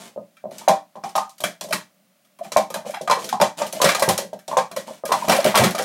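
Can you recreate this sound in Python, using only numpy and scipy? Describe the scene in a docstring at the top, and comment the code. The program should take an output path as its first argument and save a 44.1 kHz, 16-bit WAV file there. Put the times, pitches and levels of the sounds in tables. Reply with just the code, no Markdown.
"""Plastic cups are stacked up and swept down at speed on a mat on a desk, in a small bedroom.
Each landing rings the air inside a cup, its thin wall and the desk as damped modes; rims clack as bursts
of tiny touches on shell modes. Nesting cups slide and rattle as shaped noise and random contacts, air
gulps as short rising hoots, and full stacks boom the desk. A small microphone hears it from across the
room, through echoes and a short diffuse tail, over a faint hush."""
import sys
import numpy as np
from scipy import signal
from scipy.fft import rfft, irfft
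from scipy.io import wavfile

SR = 44100
rng = np.random.default_rng(int(sys.argv[2]) if len(sys.argv) > 2 else 0)


def pcm_store(signal):
    """Save signal as 16-bit PCM."""
    levels = np.round(np.clip(np.atleast_2d(signal), -1, 1) * 32767)
    wavfile.write(sys.argv[1], SR, levels.astype(np.int16).T)


N = 257544
AGE = np.arange(int(.3 * SR)) / SR   # time since a contact, s


def from_db(db):
    """Decibels to gain."""
    return 10 ** (np.asarray(db) / 20)


def at_hz(points, hz):
    """Read a table on a log-frequency axis."""
    table = np.array(points)
    return np.interp(np.log(np.maximum(hz, 1)), np.log(table[:, 0]), table[:, 1])


def unit_energy(x):
    """Scale to a sum of squares of 1."""
    return x / np.sqrt(np.sum(x ** 2) + 1e-20)


def coloured(x, spectrum):
    """Give a steady signal a spectrum; rms 1."""
    hz = np.arange(N // 2 + 1) * SR / N
    shaped = irfft(rfft(x) * from_db(at_hz(spectrum, hz)), N)
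    return unit_energy(shaped) * np.sqrt(N)


def band(x, low_hz, high_hz):
    """Causal band-pass."""
    sections = signal.butter(2, [low_hz, min(high_hz, .45 * SR)], "band", fs=SR, output="sos")
    return signal.sosfilt(sections, x)


def add(track, s, sound):
    """Mix a short sound into the track at time s."""
    start = max(round(s * SR), 0)
    track[start:start + len(sound)] += sound[:max(N - start, 0)]


def dying(age, t60):
    """Exponential decay by 60 dB in t60."""
    return np.exp(-np.log(1000) * age / t60)


def ring(hz, t60, rise=1e-4):
    """One damped mode that builds up over the contact time; its envelope peaks at 1."""
    swell = (1 - np.exp(-AGE / rise)) * dying(AGE, np.clip(t60, .003, .25))
    return swell / swell.max() * np.sin(2 * np.pi * hz * AGE)


def struck(modes, count, rise):
    """Many blows on one body: each spot favours different modes."""
    rings = np.array([(-1) ** k * from_db(db) * ring(hz, t60, rise)
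                      for k, (hz, db, t60) in enumerate(modes)])
    strengths = from_db(rng.normal(0, 0.92, (count, len(modes))))
    return strengths @ rings


def strokes(rows, attack_s, release_s, sag_db):
    """Gain over time for separate hand movements: each swells, sags and stops."""
    gain, now = np.zeros(N), np.arange(N) / SR
    for s, length, db in rows:
        attack = np.clip((now - s) / attack_s, 0, 1) ** 2
        release = np.clip((s + length - now) / release_s, 0, 1)
        sag = sag_db * np.clip((now - s) / length, 0, 1)
        gain += attack * release * from_db(db - sag)
    return gain


def tiny_contacts(per_s):
    """Random touches of uneven strength."""
    return (rng.random(N) < per_s / SR) * rng.normal(0, 1, N)


# The bedroom's decay. Each row: frequency in Hz, t60 in s.
ROOM_DECAY = [(100, 0.19), (200, 0.26), (400, 0.18), (900, .24), (2500, 0.22), (6000, 0.22), (14000, 0.19)]
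# First echoes off the desk and near walls. Each row: delay in s before a random stretch, level in dB.
NEAR_ECHOES = [(.0034, -19), (.0072, -9), (.0118, -19)]


def bedroom(build_s=0.0045):
    """Returns the room as a function; the cups keep moving, so each sound takes its own paths to the mic."""
    edges = np.geomspace(60, 17000, 15)   # band limits, Hz
    diffuse = np.array([band(rng.standard_normal(2 * SR), low, high) for low, high in zip(edges, edges[1:])])
    # brings the tail smoothly to silence at its end
    dying_out = np.cos(np.pi / 2 * (AGE / AGE[-1]) ** 2) ** 2
    build_up = 1 - np.exp(-(AGE / build_s) ** 2)
    t60s = at_hz(ROOM_DECAY, np.sqrt(edges[1:] * edges[:-1]))
    fades = np.array([unit_energy(build_up * dying(AGE, t60) * dying_out) for t60 in t60s])

    def heard(sound, tail_db, all_round=None):
        """Direct sound and near echoes, plus a diffuse tail fed by the all-round sound if one is given."""
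        early = np.zeros(len(AGE))
        early[0] = 1
        for delay, db in NEAR_ECHOES:
            early[round(delay * SR * 2 ** rng.uniform(-.5, .5))] += from_db(db)
        # a fresh stretch of diffuse noise for every sound
        spot = rng.integers(SR // 10, SR)
        tail = from_db(tail_db) * np.einsum("bt,bt->t", diffuse[:, spot:spot + len(AGE)], fades)
        if all_round is None:
            return signal.fftconvolve(sound, early + tail)
        return signal.fftconvolve(sound, early) + signal.fftconvolve(all_round, tail)
    return heard


# Colour of the faint hush. Each row: frequency in Hz, relative level in dB per Hz.
HUSH_COLOUR = [(18, -52.5), (30, -32.5), (98, -25), (184, 5.5), (449, -17.5), (584, 0.5), (962, -16.5),
               (1160, -11), (1430, -14), (2290, -14), (8300, -19.5), (9460, -17), (10200, -20),
               (14800, -19.5), (16000, -16)]


def faint_hush(level_db=-62):
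    """Steady coloured noise lies under everything."""
    return from_db(level_db) * coloured(rng.standard_normal(N), HUSH_COLOUR)


# Cup walls sliding over each other. Each row: start in seconds, length in s, level in dB before the gain.
WALL_SLIDES = [(-.01, 0.11, -38.5), (0.51, 0.14, -46.5), (0.57, 0.13, -47), (1.025, 0.1, -41.5),
               (1.62, 0.051, -44.5), (2.42, 0.079, -44.5), (2.845, .12, -38), (2.99, .08, -54),
               (3.175, 0.17, -35), (3.565, 0.14, -32), (3.715, 0.3, -37), (4.48, 0.088, -36),
               (4.755, 0.072, -34), (4.85, 0.15, -42), (5.065, 0.083, -37.5), (5.11, 0.51, -36)]
# Colour of plastic rubbing on plastic. Each row: frequency in Hz, relative level in dB per Hz.
RUB_COLOUR = [(50, -21.5), (200, 10.5), (400, 1), (650, 9), (1100, 1), (1600, -2.5), (3000, -0.5),
              (5500, -4), (8000, -4.5), (12000, -11), (16000, -18.5)]


def sliding(room, gain_db=-2, smooth_db=-5):
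    """Plastic rubbing on plastic: a fine hiss with small catches in it."""
    catches = coloured(tiny_contacts(per_s=700), RUB_COLOUR)
    hiss = from_db(smooth_db) * coloured(rng.standard_normal(N), RUB_COLOUR)
    # each stroke softens as it goes
    movement = strokes(WALL_SLIDES, attack_s=0.017, release_s=0.018, sag_db=14)
    return room(from_db(gain_db) * movement * (catches + hiss), tail_db=0.0)[:N]


# A cup lands on one edge, then drops flat. Each row: start in seconds, air level in dB, air pitch in Hz,
# wall level in dB, wall pitch in Hz, second touch against the first in dB; levels are before the gains.
CUP_LANDINGS = [(0.161, -27.5, 574, -51, 970, 6), (0.44, -24, 616, -47, 890, 2.5),
                (0.516, -30.5, 613, -49, 820, -18), (0.613, -47, 680, -36.5, 1000, -6),
                (0.678, -4.5, 626, -7.5, 875, -1), (0.955, -36.5, 580, -35.5, 880, 0.5),
                (1.037, -25, 789, -21, 835, -9), (1.154, -18.5, 627, -13, 990, -14.5),
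                (1.179, -35, 596, -12, 906, -18), (1.403, -32.5, 630, -43, 1010, 1),
                (1.439, -14.5, 626, -32, 1280, -24), (1.613, -30.5, 620, -33.5, 830, -15),
                (1.644, -28.5, 603, -55, 888, -22), (1.686, -31, 620, -45, 835, -12),
                (1.73, -27, 610, -22, 1085, -7), (2.392, -41.5, 636, -43, 1040, -12),
                (2.437, -44, 660, -47, 810, 11), (2.519, -27, 575, -31.5, 1010, -21),
                (2.563, -3, 630, -8.5, 930, -10.5), (2.704, -29, 536, -34, 1050, -21),
                (2.744, -26, 612, -30, 875, 4.5), (2.849, -34, 600, -36.5, 820, 1.5),
                (2.939, -41, 650, -25, 1030, -24), (3.01, -21.5, 573, -38, 802, -22),
                (3.076, -20, 670, -19, 1000, -12), (3.098, -16, 558, -10, 1080, 3.5),
                (3.172, -24.5, 483, -20.5, 930, -17), (3.243, -32.5, 490, -54, 787, -2),
                (3.327, -14, 778, -16.5, 1000, -10), (3.401, -16, 590, -14.5, 904, 8),
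                (3.602, -23, 596, -26, 940, 9), (3.733, -23.5, 610, -55, 820, -7),
                (3.802, -20, 546, -18, 1090, 5), (3.842, -6, 570, -21, 1100, -5),
                (3.949, -20.5, 545, -18, 1030, -27), (3.985, -25.5, 730, -31, 920, 2.5),
                (4.022, -8.5, 586, -15, 1120, -17), (4.079, -16.5, 548, -17, 770, 2),
                (4.109, -21, 797, -46, 775, -18), (4.187, -17, 564, -26, 855, -24),
                (4.23, -27.5, 535, -57, 807, -6), (4.33, -22.5, 610, -38, 834, -20),
                (4.482, -26.5, 616, -33, 1000, -17), (4.514, -25.5, 605, -22.5, 990, 2.5),
                (4.569, -11.5, 536, -7.5, 950, -10), (4.713, -32, 656, -39, 1270, -9),
                (4.764, -30.5, 560, -31, 1040, -9), (4.88, -34, 565, -32.5, 860, -4),
                (5.037, -19, 583, -31.5, 1010, -12), (5.092, -24.5, 480, -23.5, 945, 0),
                (5.118, -12.5, 626, -7.5, 980, -8), (5.244, -26, 600, -27, 960, -12),
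                (5.280, -17, 646, -23, 870, 9), (5.335, -14.5, 583, -19, 1010, -18),
                (5.362, -18, 756, -32, 796, -12), (5.452, -6, 614, -31, 1060, -32),
                (5.543, -17.5, 650, -12.5, 1030, 2), (5.578, -13, 582, -33, 850, 0.5),
                (5.614, -20, 760, -18, 830, -10), (5.637, -16.5, 537, -28, 1050, -4),
                (5.747, -20, 634, -29, 1130, -9), (5.796, -18, 524, -25, 880, -8)]
SETTLE_S = .015   # from the first touch to the second
CUP_AIR_HZ, CUP_WALL_HZ = 657, 910   # a loose cup's usual pitches


def cup_touches(strays, stray_air_db=-3, stray_wall_db=-5, spread_octaves=0.17):
    """Both touches of each landing, then the stray knocks: (s, air dB, air Hz, wall dB, wall Hz)."""
    rows = []
    for s, air_db, air_hz, wall_db, wall_hz, second_db in CUP_LANDINGS:
        rows += [(s, air_db, air_hz, wall_db, wall_hz),
                 (s + SETTLE_S, air_db + second_db, air_hz, wall_db + second_db, wall_hz)]
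    for s, db in strays:
        size = 2 ** rng.normal(0, spread_octaves)
        rows.append((s, db + stray_air_db, CUP_AIR_HZ / size, db + stray_wall_db, CUP_WALL_HZ / size))
    return rows


# Flexing modes of a cup's thin wall. Each row: frequency in Hz, relative level in dB, t60 in s.
WALL_MODES = [(683, -2, 0.0313), (783.7, -3.5, 0.075), (914, 3, 0.021), (1031, 3.5, 0.022),
              (1118, -7, 0.046), (1227, -1.5, 0.038), (1367, -21, 0.016)]
# The desk top and its frame. Each row: frequency in Hz, relative level in dB, t60 in s (ring caps it at 0.25).
DESK_MODES = [(120.4, -16.5, 0.29), (148.4, -7.5, 0.12), (178.1, 0.5, 0.17), (203.5, -1.5, 0.16),
              (233, 4, 0.051), (278, -5.5, 0.033), (298.5, -8, 0.21), (369, -5, 0.18), (444.5, -3.5, 0.092)]
THUMP_DB, THUMP_FOLLOWS = -30.5, 0.56   # desk thump for an air level of 0 dB; dB per dB of that level


def landings(room, strays, air_gain_db=1, wall_gain_db=2.0, air_t60=0.023, wall_octaves=0.42,
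             uneven=0.85, knock_db=-7):
    """A landing rings the air in the cup, the thin wall and the desk, each with its own strength."""
    out, mode_hz = np.zeros(N), np.array(WALL_MODES)[:, 0]
    wall_rings = np.array([from_db(db) * ring(hz, t60, rise=0.0059) for hz, db, t60 in WALL_MODES])
    # the mat softens the contact itself to a dull knock
    knock = from_db(knock_db) * ring(1307, 0.003, rise=0.0006)
    rows = cup_touches(strays)
    desk_blows = struck(DESK_MODES, len(rows), rise=0.0016)
    for (s, air_db, air_hz, wall_db, wall_hz), desk in zip(rows, desk_blows):
        air = from_db(air_db + air_gain_db) * ring(air_hz, air_t60, rise=.003)
        # the grip and the cups underneath decide which wall modes speak most
        nearness = np.exp(-(np.log2(mode_hz / wall_hz) / wall_octaves) ** 2)
        wall = (nearness * rng.normal(1, uneven, len(mode_hz))) @ wall_rings
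        wall_and_knock = from_db(wall_db + wall_gain_db) * (wall / np.abs(wall).max() + knock)
        thump = from_db(THUMP_DB + THUMP_FOLLOWS * air_db) * desk
        add(out, s, room(air - wall_and_knock, tail_db=-3.5) + room(thump, tail_db=-2.5))
    return out


# Colour of the shell's crowded modes. Each row: frequency in Hz, relative level in dB.
SHELL_COLOUR = [(1200, 16), (1900, 1), (2350, 4.5), (2750, -3), (3300, 1), (4500, -2), (5500, 5.5),
                (7000, -3.5), (10000, 2.5), (13000, -3), (16000, -16)]


def shell_ring(low_hz, high_hz, t60, count):
    """The crowded, quickly damped modes of one cup's shell within a range."""
    hz = low_hz + (high_hz - low_hz) * (np.arange(count) + rng.random(count)) / count
    level_db = at_hz(SHELL_COLOUR, hz) + rng.normal(0, 0.95, count)
    strength = from_db(level_db) * rng.choice([-1, 1], count)
    age = AGE[:SR // 40]
    return strength @ np.sin(2 * np.pi * hz[:, None] * age) * dying(age, t60)


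# Rims striking each other. Each row: start in seconds, middle-range level in dB, low shell modes in dB,
# brightness as the top range against the middle level in dB; levels are before the gains.
RIM_CLACKS = [(0.368, -51, -45.5, -12), (0.510, -44, -47, -6), (0.583, -28.5, -58, -11),
              (0.6835, -12.5, -16, -11), (0.956, -46, -55, -16), (1.0375, -30.5, -37.5, -17),
              (1.091, -37, -49, -10), (1.153, -21, -36, -19), (1.160, -24, -30, -2.5),
              (1.178, -21.5, -30.5, -16), (1.294, -38, -64, -8.5), (1.381, -39, -52.5, -8),
              (1.404, -27.5, -39.5, -4.5), (1.4377, -16.5, -15, -6), (1.610, -22, -35, -12.5),
              (1.639, -32.5, -53, -6), (1.688, -38, -53, -7), (1.7075, -32, -35, -9), (1.725, -29, -15, 3),
              (1.731, -15, -23, -7.5), (2.248, -57, -58, -3.5), (2.388, -48.5, -47, -2),
              (2.445, -42.5, -43, -4), (2.519, -20.5, -32, -14), (2.569, -14.5, -19.5, -10.5),
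              (2.702, -32, -38.5, -5.5), (2.741, -22, -24, -6.5), (2.907, -36, -41, -3),
              (2.941, -36, -24.5, -4), (2.965, -51, -37, -1), (3.014, -31, -53, -9),
              (3.075, -26.5, -24.5, -17), (3.098, -21, -21, -12), (3.111, -13, -12.5, -13),
              (3.244, -23.5, -46, -9), (3.290, -23, -28.5, -9), (3.327, -24.5, -37, -24),
              (3.400, -29, -24, -11), (3.414, -9.5, -14, -14), (3.618, -22.5, -26, -30),
              (3.666, -27.5, -54, -8), (3.726, -23.5, -39, -4), (3.816, -7.5, -31, -10),
              (3.843, -7.5, -13, -12), (3.856, -20, -11.5, -14), (3.889, -13, -9, -12),
              (3.948, -15, -19, -11), (3.996, -19.5, -27, -7), (4.0225, -15, -15, -3.5),
              (4.088, -10.5, -18.5, -5.5), (4.178, -14.5, -24, -7.5), (4.331, -40, -46.5, -11),
              (4.390, -45, -46, -5), (4.479, -25.5, -43, -14), (4.570, -15, -32, -16),
              (4.583, -25.5, -22, -11), (4.713, -35.5, -36, -4.5), (4.763, -25, -27.5, -6.5),
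              (5.053, -26.5, -31, -2), (5.077, -31, -38, -9), (5.119, -15.5, -16, -9.5),
              (5.283, -19.5, -20, -7), (5.295, -9.5, -14.5, -11), (5.318, -18, -16, -8),
              (5.365, -20, -33, -7), (5.444, -14, -19.5, -9), (5.554, -12.5, -16, -9),
              (5.573, -9.5, -11.5, -8), (5.638, -11, -12, -10), (5.708, -27.5, -47, -3),
              (5.750, -23, -24.5, -10), (5.786, -21, -23, -8), (5.823, -24, -30, -9)]
# The stiff rim's longer-lived modes. Each row: frequency in Hz, relative level in dB, t60 in s.
RIM_MODES = [(1614, 2, 0.038), (1823, -3.5, 0.037), (1923, 4, 0.025), (2348, 6.5, 0.035), (2710, -2, 0.025),
             (3000, -9, 0.029), (3262, 7.5, 0.0089), (3800, -7.5, 0.022), (3933, 0, 0.021),
             (4170, 1, 0.017), (5100, -2.5, .025), (6310, -12.5, 0.038)]
CHATTER_S = 0.006   # touch strength falls to 1/e by this age


def clacks(room, strays, stray_db=-4, stray_low_db=-4, stray_bright_db=-11, top_gain_db=20,
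           low_gain_db=17.0, mid_gain_db=16.5, rim_gain_db=17, touches_per_s=3500, first_touch=0.6):
    """A rim strikes, then chatters for a few milliseconds; every touch rings the shell and the rim."""
    out, age = np.zeros(N), AGE[:SR // 20]
    # averaged over all directions the shell's modes merge into three smooth ranges
    click = signal.unit_impulse(len(age))
    merged = np.array([unit_energy(band(click, 1250, 2130)),
                       -unit_energy(band(click, 2840, 7080)),
                       unit_energy(band(click, 7470, 13900))])
    rows = RIM_CLACKS + [(s, db + stray_db, db + stray_low_db, stray_bright_db) for s, db in strays]
    for (s, db, low_db, bright_db), rim in zip(rows, struck(RIM_MODES, len(rows), rise=0.00035)):
        happens = rng.random(len(age)) < touches_per_s / SR
        touches = happens * rng.normal(0, 1, len(age)) * np.exp(-(age / CHATTER_S) ** 2)
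        touches[0] = first_touch
        shells = (shell_ring(1130, 2600, t60=0.038, count=12),
                  shell_ring(2620, 8890, t60=0.0066, count=44),
                  shell_ring(8990, 16000, t60=0.0091, count=40))
        ranges = np.array([unit_energy(signal.fftconvolve(touches, shell)[:len(age)]) for shell in shells])
        strength = from_db([low_db + low_gain_db, db + mid_gain_db, db + bright_db + top_gain_db])
        # blows that bend the whole shell also set the rim ringing
        rim_touches = signal.fftconvolve(touches, rim[:len(age)])[:len(age)]
        rim_ring = from_db(low_db + rim_gain_db) * unit_energy(rim_touches)
        all_round = strength @ merged + rim_ring
        add(out, s, room(strength @ ranges + rim_ring, tail_db=-2.5, all_round=all_round))
    return out


# Whole stacks slammed down on the desk. Each row: start in seconds, frame level in dB,
# desk top level in dB; levels are before the gains.
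STACK_SLAMS = [(0.682, -48.5, -28.5), (1.44, -53, -32), (1.731, -65, -26), (2.559, -69, -30),
               (3.406, -33, -20.5), (3.844, -33, -19), (4.076, -21, -17.5), (5.281, -42, -18),
               (5.45, -42, -15.5), (5.592, -19, -17.5), (5.616, -26, -16), (5.644, -42, -13.5)]
# Booming modes of the desk frame. Each row: frequency in Hz, relative level in dB, t60 in s.
FRAME_MODES = [(44.7, -23.5, .06), (72, -15.5, .08), (98, -2.5, 0.15), (126.5, 4, 0.13)]


def slams(room, gain_db=-4, top_gain_db=-5.5):
    """A full stack is heavy enough to thump the desk top and make its frame boom."""
    out = np.zeros(N)
    booms = struck(FRAME_MODES, len(STACK_SLAMS), rise=0.0015)
    thumps = struck(DESK_MODES, len(STACK_SLAMS), rise=0.0012)
    for (s, db, top_db), boom, thump in zip(STACK_SLAMS, booms, thumps):
        slam = from_db(db + gain_db) * boom + from_db(top_db + top_gain_db) * thump
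        add(out, s, room(slam, tail_db=-4))
    return out


# Air gulping in and out as nested cups part. Each row: start in seconds, level in dB before the gain,
# pitch in Hz at the loudest moment.
AIR_GULPS = [(1.706, -16.5, 620), (2.408, -20, 650), (2.86, -26, 530), (2.892, -19.5, 620),
             (2.968, -25, 780), (3.765, -23.5, 640), (4.767, -16.5, 568), (4.904, -26.5, 590),
             (5.22, -16.5, 976), (5.384, -7.5, 596), (5.462, -8, 580)]


def gulps(room, gain_db=0, peak_s=0.00774, width_s=0.0043, glide_per_s=4):
    """Air drawn through the gap between two cups swells into a short hoot that bends upward."""
    out, from_peak = np.zeros(N), AGE[:SR // 20] - peak_s
    swell = np.exp(-(from_peak / width_s) ** 2)
    for s, db, hz in AIR_GULPS:
        hoot = np.sin(2 * np.pi * hz * (from_peak + glide_per_s * from_peak ** 2 / 2))
        add(out, s, from_db(db + gain_db) * room(swell * hoot, tail_db=-8.5))
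    return out


# A handful of cups collapsing into a stack. Each row: start in seconds, length in s,
# level in dB before the gains.
CUP_SWEEPS = [(3.811, 0.18, -16), (4.067, 0.08, -17), (5.288, .15, -13.5), (5.44, 0.11, -16),
              (5.545, 0.12, -8.5), (5.633, 0.0956, -16), (5.778, 0.088, -21)]
SWEEP_SAG_DB = 12.5   # the jostling weakens by this much over a collapse
# Colour of the jostling. Each row: frequency in Hz, relative level in dB per Hz.
RATTLE_COLOUR = [(60, -57), (200, 5.5), (400, -0.5), (700, 9), (1200, 3.5), (1800, 2.5), (3300, 0),
                 (5500, -8.5), (9000, -10.5), (16000, -14.5)]


def rattling(room, gain_db=-7):
    """Cups falling into one another jostle in a thick run of tiny contacts."""
    jostle = coloured(tiny_contacts(per_s=600), RATTLE_COLOUR)
    # the jostling dies as the cups seat
    movement = strokes(CUP_SWEEPS, attack_s=0.0041, release_s=0.091, sag_db=SWEEP_SAG_DB)
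    return room(from_db(gain_db) * movement * jostle, tail_db=0)[:N]


def tumbles(count=6, gap_s=.035, spread_db=2):
    """Stray knocks at uneven gaps, weakening through each collapse: (s, dB)."""
    knocks = []
    for s, length, db in CUP_SWEEPS:
        ages = gap_s * (np.arange(1, count + 1) + rng.uniform(-.3, .3, count))
        levels = db - SWEEP_SAG_DB * ages / length + rng.normal(0, spread_db, count)
        knocks += [(s + age, level) for age, level in zip(ages, levels) if age < length]
    return knocks


def scene():
    """The cups in the room, over a faint hush."""
    room, strays = bedroom(), tumbles()
    cups = sliding(room) + landings(room, strays) + clacks(room, strays)
    cups += slams(room) + gulps(room) + rattling(room)
    return (cups + faint_hush())[None]


def record(dry, bass_cut_hz=35, top_cut_hz=16000, ceiling=.85):
    """The microphone loses the deepest bass and rounds the loudest peaks; the top is cut."""
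    thinned = signal.sosfilt(signal.butter(2, bass_cut_hz, "high", fs=SR, output="sos"), dry)
    rounded = ceiling * np.tanh(thinned / ceiling)
    return signal.sosfilt(signal.ellip(10, .1, 80, top_cut_hz, fs=SR, output="sos"), rounded)


dry = scene()
out = record(dry)
pcm_store(out)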